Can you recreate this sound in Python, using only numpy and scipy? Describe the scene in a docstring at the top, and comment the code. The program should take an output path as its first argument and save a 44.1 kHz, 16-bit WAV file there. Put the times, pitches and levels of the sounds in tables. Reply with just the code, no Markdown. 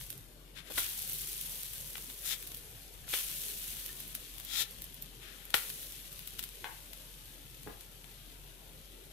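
"""A kitchen with a soft hush and a low hum; a phone with two unlike microphone ports is close to a frying pan.
Pancakes sizzle: random clicks, coloured as fizz and roar, follow the level of the fry.
A spatula scrapes under each cake, as dense slips that ring the pan, and flips it: wet batter slaps down as
a swelling noise burst and the sizzle flares, then fades. Fat spits single clicks and steam peeps as short tones.
Further off something is set down twice: dull noise bursts with much of the room."""
import sys
import numpy as np
from scipy import signal
from scipy.fft import rfft, irfft
from scipy.io import wavfile
from scipy.ndimage import uniform_filter1d

SR = 44100
rng = np.random.default_rng(int(sys.argv[2]) if len(sys.argv) > 2 else 0)


def volts_from_decibels(level):
    """Turn decibel levels (scalar or array-like) into linear amplitude factors."""
    exponent = np.asarray(level, float) / 20
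    return 10 ** exponent


def wav_out(sig):
    """Save sig, one row per channel (or a flat mono array), as 16-bit PCM at SR to the path in sys.argv[1]."""
    wavfile.write(sys.argv[1], SR, np.round(np.clip(np.atleast_2d(sig).T, -1, 1) * 32767).astype(np.int16))


N = 402191
T = np.arange(N) / SR

# the two microphone ports: pitch_hz, left_db, right_db
PORTS = [(60, 1, -1), (300, 1, -1), (700, 1.5, -3), (1100, 1.5, -9), (2100, 4, -9), (3500, 8, -6),
         (4900, 1.5, -5), (6500, -1.5, -3), (7900, 2, -7), (9000, 2, -1), (10500, 6.5, 1.5),
         (11900, 4.5, 10), (13000, 3, 4), (14300, 7.5, 1.5), (15000, 4, -3)]
# colour of the kitchen's hush: pitch_hz, level_db
HUSH_COLOUR = [(28, -9.5), (52, 2.5), (70, -4.5), (115, -1), (155, 1.5), (180, -6), (230, -8.5),
               (450, -8.5), (700, -14), (1200, -17.5), (2500, -21), (5000, -22), (9000, -23.5),
               (16000, -29.5)]
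# likeness of the hush at the two ports: pitch_hz, likeness (0 to 1)
HUSH_LIKENESS = [(45, 0.49), (100, 0.68), (290, 0.8), (640, 0.24), (1400, 0.063), (15000, 0.035)]
# pitch of the humming machine, which slows a little once: time_s, pitch_hz
HUM_PITCH = [(0.0, 43.7), (3.25, 43.7), (3.35, 42.58), (9.12, 42.4)]
# decay of the kitchen, before the share that each distance takes of it: pitch_hz, t60_s
KITCHEN_DECAY = [(200, 0.12), (900, 0.87), (2000, 0.69), (4000, 0.28), (12000, 0.094)]
# things set down further off: time_s, peak_db, centre_hz, treble_fall_db_per_octave, room_db (against direct)
KNOCKS = [(6.643, -27.5, 2150, 10, 4), (7.6644, -42, 347, 16.5, 6.5), (7.673, -36, 1600, 16.5, 2),
          (7.708, -49, 300, 20, -3)]
# modes of the worktop: pitch_hz, width_hz, level_db
WORKTOP_MODES = [(424, 94, -2), (890, 360, 9.5), (1600, 300, 4), (2070, 250, 0), (3010, 170, -8),
                 (3500, 260, -1), (4200, 300, -1)]
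# steam through a pinhole: start_s, length_s, pitch_hz, level_db (before the port balance)
WHISTLES = [(3.042, .006, 1700, -52), (3.883, .016, 3610, -49), (3.889, 0.04, 1800, -52)]
# the louder spits of fat: time_s, peak_db (midway between ports), left_over_right_db, dullness_db_per_octave
POPS = [(0.0116, -29, 3, 5), (0.1037, -18.5, 3, -1.5), (0.1211, -35, 0.5, -5), (0.1281, -27, 0.5, -1),
        (0.1785, -29, -2, -3), (0.702, -33, 4, 5), (0.713, -33, 5, 7), (0.721, -28, 15, 2.5),
        (0.8903, -17, 6, -8), (0.909, -23, 3, -13), (0.972, -24, 3, -8), (0.98, -20, 3, -8),
        (1.0205, -18, -1, -7), (1.077, -19, 6, -10), (1.097, -14, 3, -8), (1.1215, -21, 5, -6),
        (1.1325, -16, 3, -11), (1.136, -23, 3, -8), (1.15, -22, 3, -5), (1.1855, -17, 3, -8),
        (1.368, -21.5, 3, -8), (1.463, -24, 3, -8), (1.2872, -23, 4, -8), (1.4133, -16, 4, -5),
        (1.633, -20.5, 1, -2), (1.7349, -23, 8, -1.5), (1.8044, -33, 4, -8), (1.8744, -26, 0, -1),
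        (1.902, -29.5, -1.5, 0), (1.9329, -28, 3, -1), (1.971, -27, 5, 4), (1.9816, -25.5, -3, 5.5),
        (2.101, -27, 8, 3), (2.427, -27, 5, 0), (2.4733, -24.5, 4, -2), (2.519, -24, 4, 0.5),
        (2.547, -21, -1, -1.5), (2.5714, -25, 0, -5), (3.769, -25.5, 11, 0.5), (3.795, -25, 5, -7),
        (3.8623, -20, -3, 0), (3.8915, -30, 4, 3.5), (4.004, -20.5, 6, -0.5), (4.0796, -25, 2, -6),
        (4.1515, -16.5, 9, -1.5), (4.383, -33, 19.5, -1), (4.4, -24, 11, 1), (4.408, -30, 10, 1),
        (4.45, -24, 2, -2), (4.7104, -28, -3, -2), (4.8209, -20, 5, -3), (4.8426, -24, 10, -2.5),
        (4.9441, -26, 2, -6), (5.024, -19, 3, -6), (5.4541, -26.5, 1, -4), (5.5046, -25, 8, 0),
        (5.7018, -19, 3, 1.5), (5.83, -25, 0, 0), (6.1288, -26, 1, -3), (6.193, -26.5, 12, 0),
        (6.2755, -20.5, 10, -2), (6.3933, -19.5, 9, 1.5), (6.4283, -22, 8, -0.5), (6.4392, -18.5, 7, 0.5),
        (6.4907, -30, 11, 0), (6.9333, -24.5, 8, 1), (7.633, -30, 9, -2), (7.8095, -28.5, 6, 0.5),
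        (8.0435, -37, 19, 4)]
# strokes of the blade over the pan: fastest_s, rise_s, fall_s, level_db, hiss_db (against the rub)
SCRAPES = [(0.566, 0.034, 0.091, -54, -35), (0.685, 0.09, 0.021, -56, -3), (1.958, 0.013, 0.03, -65, -15),
           (2.268, 0.095, 0.065, -50.5, 9), (2.318, 0.07, 0.054, -46.5, 6), (4.611, 0.22, 0.038, -43, 5),
           (5.215, 0.044, 0.12, -58, -30), (5.275, 0.057, 0.093, -59, -30), (5.35, 0.097, 0.33, -61.5, 0)]
# colour of the blade on the coating: pitch_hz, level_db
BLADE_COLOUR = [(500, -29), (1000, -18), (1500, -6), (2400, -10), (3600, 2), (5000, -0.5), (6300, 4.5),
                (8000, 4.5), (12000, -14), (16000, -24)]
# modes of the pan: pitch_hz, width_hz, level_db
PAN_MODES = [(483, 120, 12), (806, 91, 10.5), (1390, 150, 7), (1965, 91, 4), (2330, 51, -1), (2840, 50, -6),
             (3330, 35, 5.5), (3600, 43, 0), (3640, 43, 1.5), (3900, 16, 3.5), (3980, 25, 5),
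             (4130, 25, -2), (4390, 25, 3), (4600, 30, -8), (5160, 170, 2)]
# batter landing: time_s, blow_peak_db, rise_s, centre_hz, splash_db
SLAPS = [(0.7061, -41.5, 0.0032, 360, -47.5), (0.7813, -22.5, 0.003, 1500, -31.5),
         (3.08, -41, 0.0025, 1250, -64), (3.1315, -29, 0.0025, 2400, -60),
         (3.1384, -20.5, 0.0027, 2040, -39.5), (3.15, -32, 0.0012, 2600, -60),
         (5.542, -13, 0.00054, 1900, -30)]
# the blade tip touching the pan: time_s, blow_peak_db, rise_s, centre_hz, splash_db
TAPS = [(1.955, -32, 0.00065, 2130, -64)]
# each cake turned over: edge_touches_s, lands_s, roll_down_s, boil_db, boil_life_s (to lose BOIL_LOSS_DB)
FLIPS = [(0.68, 0.774, 0.031, -44, 1.27), (3.063, 3.149, 0.058, -43, 0.96),
         (5.492, 5.545, 0.001, -47.5, 0.5)]
# the steadier simmer under the boil: start_s, hold_s, level_db, fade_db_per_s, roar_db (against the fizz)
SIMMERS = [(0.0, 0.0086, -48.5, 59, -11), (0.792, 1.6, -51, 19, -14), (3.143, 1.54, -54.5, 24, -5.5),
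           (5.544, 0.46, -54, 4.5, -5.5)]
# colour of the fizz and of the blade's hiss: pitch_hz, level_db
FIZZ_COLOUR = [(800, -13), (1500, -17.5), (3000, -6.5), (6000, 7), (12000, 4.5), (16000, 3.5)]
# colour of the lower roar: pitch_hz, level_db
ROAR_COLOUR = [(300, -60), (800, -8.5), (1500, -3), (3000, 0.5), (6000, -1.5), (12000, -14.5)]

TOUCH_DB, TOUCH_DB_PER_S, TOUCH_RISE_S = -21, 26, 0.028  # fizz under the first edge, against the boil
FLARE_DB, FLARE_S = 6, 0.085  # burst of steam at landing, against the boil, and its decay time
BOIL_LOSS_DB, BOIL_BEND = 14, 3.03  # the boil holds, then falls ever faster
BED_DB, BED_DB_PER_S = -59, 0.49  # quiet fry: level reckoned at time 0, and its slow fade
TOUCH_ROAR_DB, FLARE_ROAR_DB, BOIL_ROAR_DB, BED_ROAR_DB = 4.5, -6.5, -11, -3  # roar against the fizz


def evened(x):
    """Sets the rms of the mean of the channels to 1."""
    return x / np.sqrt(np.mean(np.mean(np.atleast_2d(x), 0) ** 2) + 1e-20)


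def smooth_noise(size):
    """Slow random wavering of rms 1: noise averaged over size samples."""
    return evened(uniform_filter1d(rng.standard_normal(N), size=size))


def read(points, hz, column=1):
    """Reads a spectrum on a log-frequency axis."""
    table = np.transpose(points)
    return np.interp(np.log(hz + 1), np.log(table[0] + 1), table[column])


def add(mix, s, sound):
    """Mixes a two-channel sound in at time s."""
    part = mix[:, round(s * SR):][:, :sound.shape[1]]
    part += sound[:, :part.shape[1]]


def flattened(x, width_hz):
    """Takes the broad chance colour out of a noise burst."""
    spectrum = rfft(x)
    size = max(round(width_hz * x.shape[-1] / SR), 1)
    power = uniform_filter1d(abs(spectrum) ** 2, size=size, axis=-1)
    return irfft(spectrum / np.sqrt(power), x.shape[-1])


def dulled(db_per_octave, low_hz):
    """A slope falling above 1 kHz, with little under low_hz."""
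    return lambda hz: -db_per_octave * np.log2(1 + hz / 1000) - 20 * np.log10(1 + (low_hz / (hz + 1)) ** 2)


def around(centre_hz, low_db, high_db):
    """A broad hump that falls by so many dB an octave on either side."""
    def colour(hz):
        ratio = (hz + 1) / centre_hz
        return -10 * np.log10(ratio ** (-low_db / 3) + ratio ** (high_db / 3))
    return colour


def rings(modes, hz, floor_db):
    """The modes of a struck thing over a broad floor, in dB."""
    peaks = sum(volts_from_decibels(2 * db) / (1 + (2 * (hz - f) / width) ** 2) for f, width, db in modes)
    return 10 * np.log10(peaks + volts_from_decibels(2 * floor_db))


def heard(x, colour):
    """Passes x through a source colour (dB of Hz) and the two ports, as causal minimum-phase filters."""
    hz = abs(np.fft.fftfreq(4096, 1 / SR))
    log_gain = np.log(volts_from_decibels([colour(hz) + read(PORTS, hz, column=k) for k in (1, 2)]))
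    taps = np.fft.ifft(np.exp(np.conj(signal.hilbert(log_gain)))).real[:, :2048]
    return signal.oaconvolve(x, taps, axes=1)[:, :x.shape[1]]


def grains(per_s, spread_db, ring_s):
    """Random clicks of uneven size; each of 12 spots reaches the two ports by its own short scatter."""
    happens = rng.random(N) < per_s / SR
    size = volts_from_decibels(spread_db * np.minimum(rng.exponential(1, N), 5)) * happens
    spot = rng.integers(0, 12, N)
    t = np.arange(512) / SR
    paths = rfft(rng.standard_normal((12, 2, 512)) * t * np.exp(-2 * t / ring_s))
    scatter = irfft(paths / np.sqrt((abs(paths) ** 2).mean(0)))  # together the spots add no colour
    return sum(signal.oaconvolve((size * (spot == k))[None], scatter[k], axes=1)[:, :N] for k in range(12))


def kitchen(x, t60_share):
    """Room reverberation: a noise tail for each port, each band dying at its own speed."""
    hz, t, z = signal.stft(rng.standard_normal((2, SR // 2)), SR, nperseg=256)
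    t60_s = t60_share * read(KITCHEN_DECAY, hz)[:, None]
    tail = signal.istft(z * volts_from_decibels(-60 * t / t60_s), SR, nperseg=256)[1]
    tail = tail * np.minimum(np.arange(tail.shape[1]) / 300, 1)  # soft onset
    tail = np.pad(tail, ((0, 0), (120, 0)))  # delay in samples
    tail = flattened(tail, 300)
    return signal.oaconvolve(x, tail / np.linalg.norm(tail[0]), axes=1)[:, :N]


def hush():
    """The kitchen's air: noise whose level drifts in patches of time and pitch, alike at both ports in the bass."""
    hz, _, z = signal.stft(rng.standard_normal((2, N)), SR, nperseg=2048)
    same = np.clip(read(HUSH_LIKENESS, hz), -1, 1)[:, None]
    patches = uniform_filter1d(rng.standard_normal(z[0].shape), size=6, axis=0)
    patches = uniform_filter1d(patches, size=5, axis=1)
    right = same * z[0] + np.sqrt(1 - same ** 2) * z[1]
    z = np.array([z[0], right]) * volts_from_decibels(2.8 * patches / patches.std())
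    noise = signal.istft(z, SR, nperseg=2048)[1][:, :N]
    return volts_from_decibels(-57.5) * evened(heard(noise, lambda hz: read(HUSH_COLOUR, hz)))


def hum():
    """A machine's low hum: one sine of drifting pitch and slowly wavering level, stronger at the left port."""
    level_db, waver_db = -58.5, 0.6  # level before the port balance
    s, pitch_hz = np.transpose(HUM_PITCH)
    waver = evened(uniform_filter1d(smooth_noise(8000), size=8000))
    phase = 2 * np.pi * np.cumsum(np.interp(T, s, pitch_hz)) / SR
    return np.sqrt(2) * volts_from_decibels(level_db + waver_db * waver) * np.sin(phase) * volts_from_decibels([[1.8], [-2.2]])


def knocks():
    """Dull knocks on a worktop, noise bursts of a few milliseconds: the direct sound and what goes to the room."""
    out, wet = np.zeros((2, N)), np.zeros((2, N))
    t = np.arange(-200, 1800) / SR
    chance = rng.standard_normal((len(KNOCKS), 3, 2000))
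    for (s, db, hz, fall_db, room_db), noise in zip(KNOCKS, chance):
        rattle = 0.35 * noise[:2] + noise[2]  # mostly shared by the ports
        burst = (t == 0) + 1.5 * rattle * np.exp(-abs(t) / 0.0044) * (t > 0)
        burst = flattened(burst, 600)
        knock = heard(burst, lambda f: around(hz, 6, fall_db)(f) + rings(WORKTOP_MODES, f, floor_db=-5))
        knock = knock * volts_from_decibels([[-1.5], [1.5]])
        knock *= volts_from_decibels(db) / abs(knock.mean(0)).max()
        add(out, s + t[0], knock)
        add(wet, s + t[0], volts_from_decibels(room_db) * knock)
    return out, wet


def whistles():
    """Escaping steam: short wavering sines that start at once and die away, louder at the left port."""
    out = np.zeros((2, N))
    for s, length, hz, db in WHISTLES:
        t = np.arange(0, length, 1 / SR)
        wander = np.cumsum(0.057 * rng.standard_normal(len(t)))
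        tone = np.sin(2 * np.pi * hz * t + wander)
        envelope = np.minimum(t / 0.0025, 1) * np.cos(np.pi / 2 * t / length)
        add(out, s, volts_from_decibels(db) * tone * envelope * volts_from_decibels([[5], [-7]]))
    return out


def pops():
    """Each spit of fat is one sharp click with a few close reflections, in a brief spray."""
    out, t = np.zeros((2, N)), np.arange(-400, 1100) / SR
    chance = rng.standard_normal((len(POPS), 2, len(t)))
    lags = rng.integers(-12, 13, len(POPS))  # samples between the ports, by where the drop bursts
    near = np.exp(-abs(t) / np.where(t < 0, .0003, .0004))
    spray = volts_from_decibels(-23.5) * np.exp(-abs(t) / np.where(t < 0, .0045, .0055))
    for (s, db, pan_db, dull_db), noise, lag in zip(POPS, chance, lags):
        burst = (t == 0) + noise * (0.11 * near + spray)
        click = heard(flattened(burst, 1500), dulled(dull_db, 1070))
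        click[1] = np.roll(click[1], lag)
        click /= abs(click).max(1)[:, None]
        add(out, s + t[0], volts_from_decibels(db) * click * volts_from_decibels([[pan_db / 2], [-pan_db / 2]]))
    return out


def scrapes():
    """The blade edge chatters over the coating in dense slips that ring the pan."""
    edge_db, rise_bend, fall_bend = 45, 1.61, 3  # strokes start and end this far down, on a rounded arch
    ring_from_db, ring_per_db = -48, 1.3  # harder strokes bring the pan's modes out of the rub
    balance = volts_from_decibels([[.8], [-2.5]])
    slips = grains(per_s=7000, spread_db=2.2, ring_s=.001)
    ringing = heard(slips, lambda hz: read(BLADE_COLOUR, hz) + rings(PAN_MODES, hz, floor_db=-9.0))
    body = evened(ringing) * balance
    rub = evened(heard(slips, around(1320, 34, 5.9))) * balance
    hiss = evened(heard(slips[::-1], lambda hz: read(FIZZ_COLOUR, hz))) * volts_from_decibels([[2.5], [-2.5]])
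    judder = volts_from_decibels(1.0 * smooth_noise(260))  # uneven pressure on the blade, dB
    out = np.zeros((2, N))
    for s, rise, fall, db, hiss_db in SCRAPES:
        away = np.where(T < s, (s - T) / rise, (T - s) / fall)
        arch_db = -edge_db * away ** np.where(T < s, rise_bend, fall_bend)
        stroke = (away < 1) * volts_from_decibels(db + arch_db)
        ring = volts_from_decibels(ring_per_db * (db - ring_from_db))
        out += stroke * (judder * (rub + ring * body) + volts_from_decibels(hiss_db) * hiss)
    return out


def slaps():
    """Batter rolls onto the pan: contact swells to a blow that rings it, then steam splashes; tip taps likewise."""
    out, t = np.zeros((2, N)), np.arange(9000) / SR - .04
    events = SLAPS + TAPS
    chance = rng.standard_normal((len(events), 5, len(t)))
    thump_gains = [volts_from_decibels(-18)] * len(SLAPS) + [0] * len(TAPS)  # only a landing cake has weight
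    for (s, blow_db, rise, hz, splash_db), noise, thump_gain in zip(events, chance, thump_gains):
        swell = np.exp(np.minimum(t, 0) / max(rise, .0001))
        decay = np.exp(-t / (0.66 * rise + 0.0014)) + 0.044 * np.exp(-t / 0.019)
        contact = swell * np.where(t < 0, 1, decay)
        contact = contact * (noise[:2] + 0.88 * noise[2] * abs(noise[2]))
        contact = flattened(contact, 500)
        blow = heard(contact, lambda f: around(hz, 12, 8)(f) + rings(PAN_MODES, f, floor_db=-0.5))
        thump = heard(contact, lambda f: around(330, 7, 14)(f) + rings(PAN_MODES, f, floor_db=-9))
        blow = blow / abs(blow.mean(0)).max() + thump_gain * thump / abs(thump.mean(0)).max()
        splash = evened(heard(noise[3:], dulled(-0.24, 470)))
        splash = splash * swell * volts_from_decibels(-60 * np.maximum(t, 0) / 0.21)  # t60 in s
        add(out, s + t[0], volts_from_decibels(blow_db) * blow + volts_from_decibels(splash_db) * splash)
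    return out


def fry_levels():
    """Gains of fizz and roar: touch, flare and boil of each flip over the simmers and the bed, summed as power."""
    # each part: gate, fizz dB, roar dB against the fizz
    parts = [(T > FLIPS[0][1], BED_DB - BED_DB_PER_S * T, BED_ROAR_DB)]
    for touch, land, roll, boil_db, life in FLIPS:
        t = T - land
        soft = np.clip((T - touch) / TOUCH_RISE_S, 0, 1) ** 2
        growth_db = TOUCH_DB_PER_S * np.minimum(T - touch, land - touch)
        flare_db = 20 / np.log(10) * np.where(t < 0, t / max(roll, 1e-4), -t / FLARE_S)
        loss_db = BOIL_LOSS_DB * (abs(t) / life) ** BOIL_BEND
        parts += [(soft * (t < 0), boil_db + TOUCH_DB + growth_db, TOUCH_ROAR_DB),
                  (soft, boil_db + FLARE_DB + flare_db, FLARE_ROAR_DB),
                  (t >= 0, boil_db - loss_db, BOIL_ROAR_DB)]
    for start, hold, db, fade, roar_db in SIMMERS:
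        parts.append((T >= start, db - fade * np.maximum(T - start - hold, 0), roar_db))
    fizz_power = [gate * volts_from_decibels(2 * db) for gate, db, _ in parts]
    roar_power = [power * volts_from_decibels(2 * roar_db) for power, (_, _, roar_db) in zip(fizz_power, parts)]
    return np.sqrt(sum(fizz_power)), np.sqrt(sum(roar_power))


def sizzle():
    """Steam bubbles burst under the batter: a dense fizz with larger crackles and spits, over a lower roar."""
    fizz_gain, roar_gain = fry_levels()
    flutter = volts_from_decibels(0.6 * smooth_noise(700))  # of the whole fry, dB
    lurch = volts_from_decibels(1.0 * smooth_noise(2500))  # the roar comes and goes on its own, dB
    dense = evened(grains(per_s=5000, spread_db=0.5, ring_s=0.00054))
    crackle = evened(grains(per_s=400, spread_db=2.8, ring_s=0.0005))
    spits = evened(grains(per_s=60, spread_db=2.5, ring_s=0.0004))
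    bubbles = dense + volts_from_decibels(-5) * crackle + volts_from_decibels(-12.5) * spits
    fizz = evened(heard(bubbles, lambda hz: read(FIZZ_COLOUR, hz)))
    rumble = dense[::-1] + volts_from_decibels(-11.0) * crackle  # ports swapped, so that it spreads unlike the fizz
    roar = evened(heard(rumble, lambda hz: read(ROAR_COLOUR, hz)))
    return flutter * (fizz_gain * fizz + roar_gain * lurch * roar)


def scene():
    """Near sounds with a little of the room; far knocks with much of it, dulled by the furnishings."""
    background = hush() + hum()
    far, wet = knocks()
    wet = signal.lfilter(*signal.butter(1, 2400, fs=SR), wet)
    near = whistles() + pops() + scrapes() + slaps() + sizzle()
    near_room = kitchen(volts_from_decibels(-9.5) * near, t60_share=0.46)
    far_room = kitchen(wet, t60_share=0.47)
    return background + far + far_room + near + near_room


def roll_off(x):
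    """The treble ends steeply here."""
    return signal.sosfilt(signal.butter(12, 16500, fs=SR, output="sos"), x)


def record(dry):
    """The phone's band limit, whose top opens only while the sound is loud."""
    edge_hz, loud_edge_hz = 14900, 15600
    opens_db, opens_over_db = -49, 4  # the top opens from this level on, over so many dB
    shut, wide = (signal.oaconvolve(dry, signal.firwin(255, hz, window=("kaiser", 7), fs=SR)[None], "same")
                  for hz in (edge_hz, loud_edge_hz))
    power = abs(uniform_filter1d((dry ** 2).mean(0), size=1024))
    level_db = 10 * np.log10(power + 1e-12)
    opening = np.clip((level_db - opens_db) / opens_over_db, 0, 1)
    mix = shut + opening * (wide - shut)
    return roll_off(mix)


dry = scene()
out = record(dry)
wav_out(out)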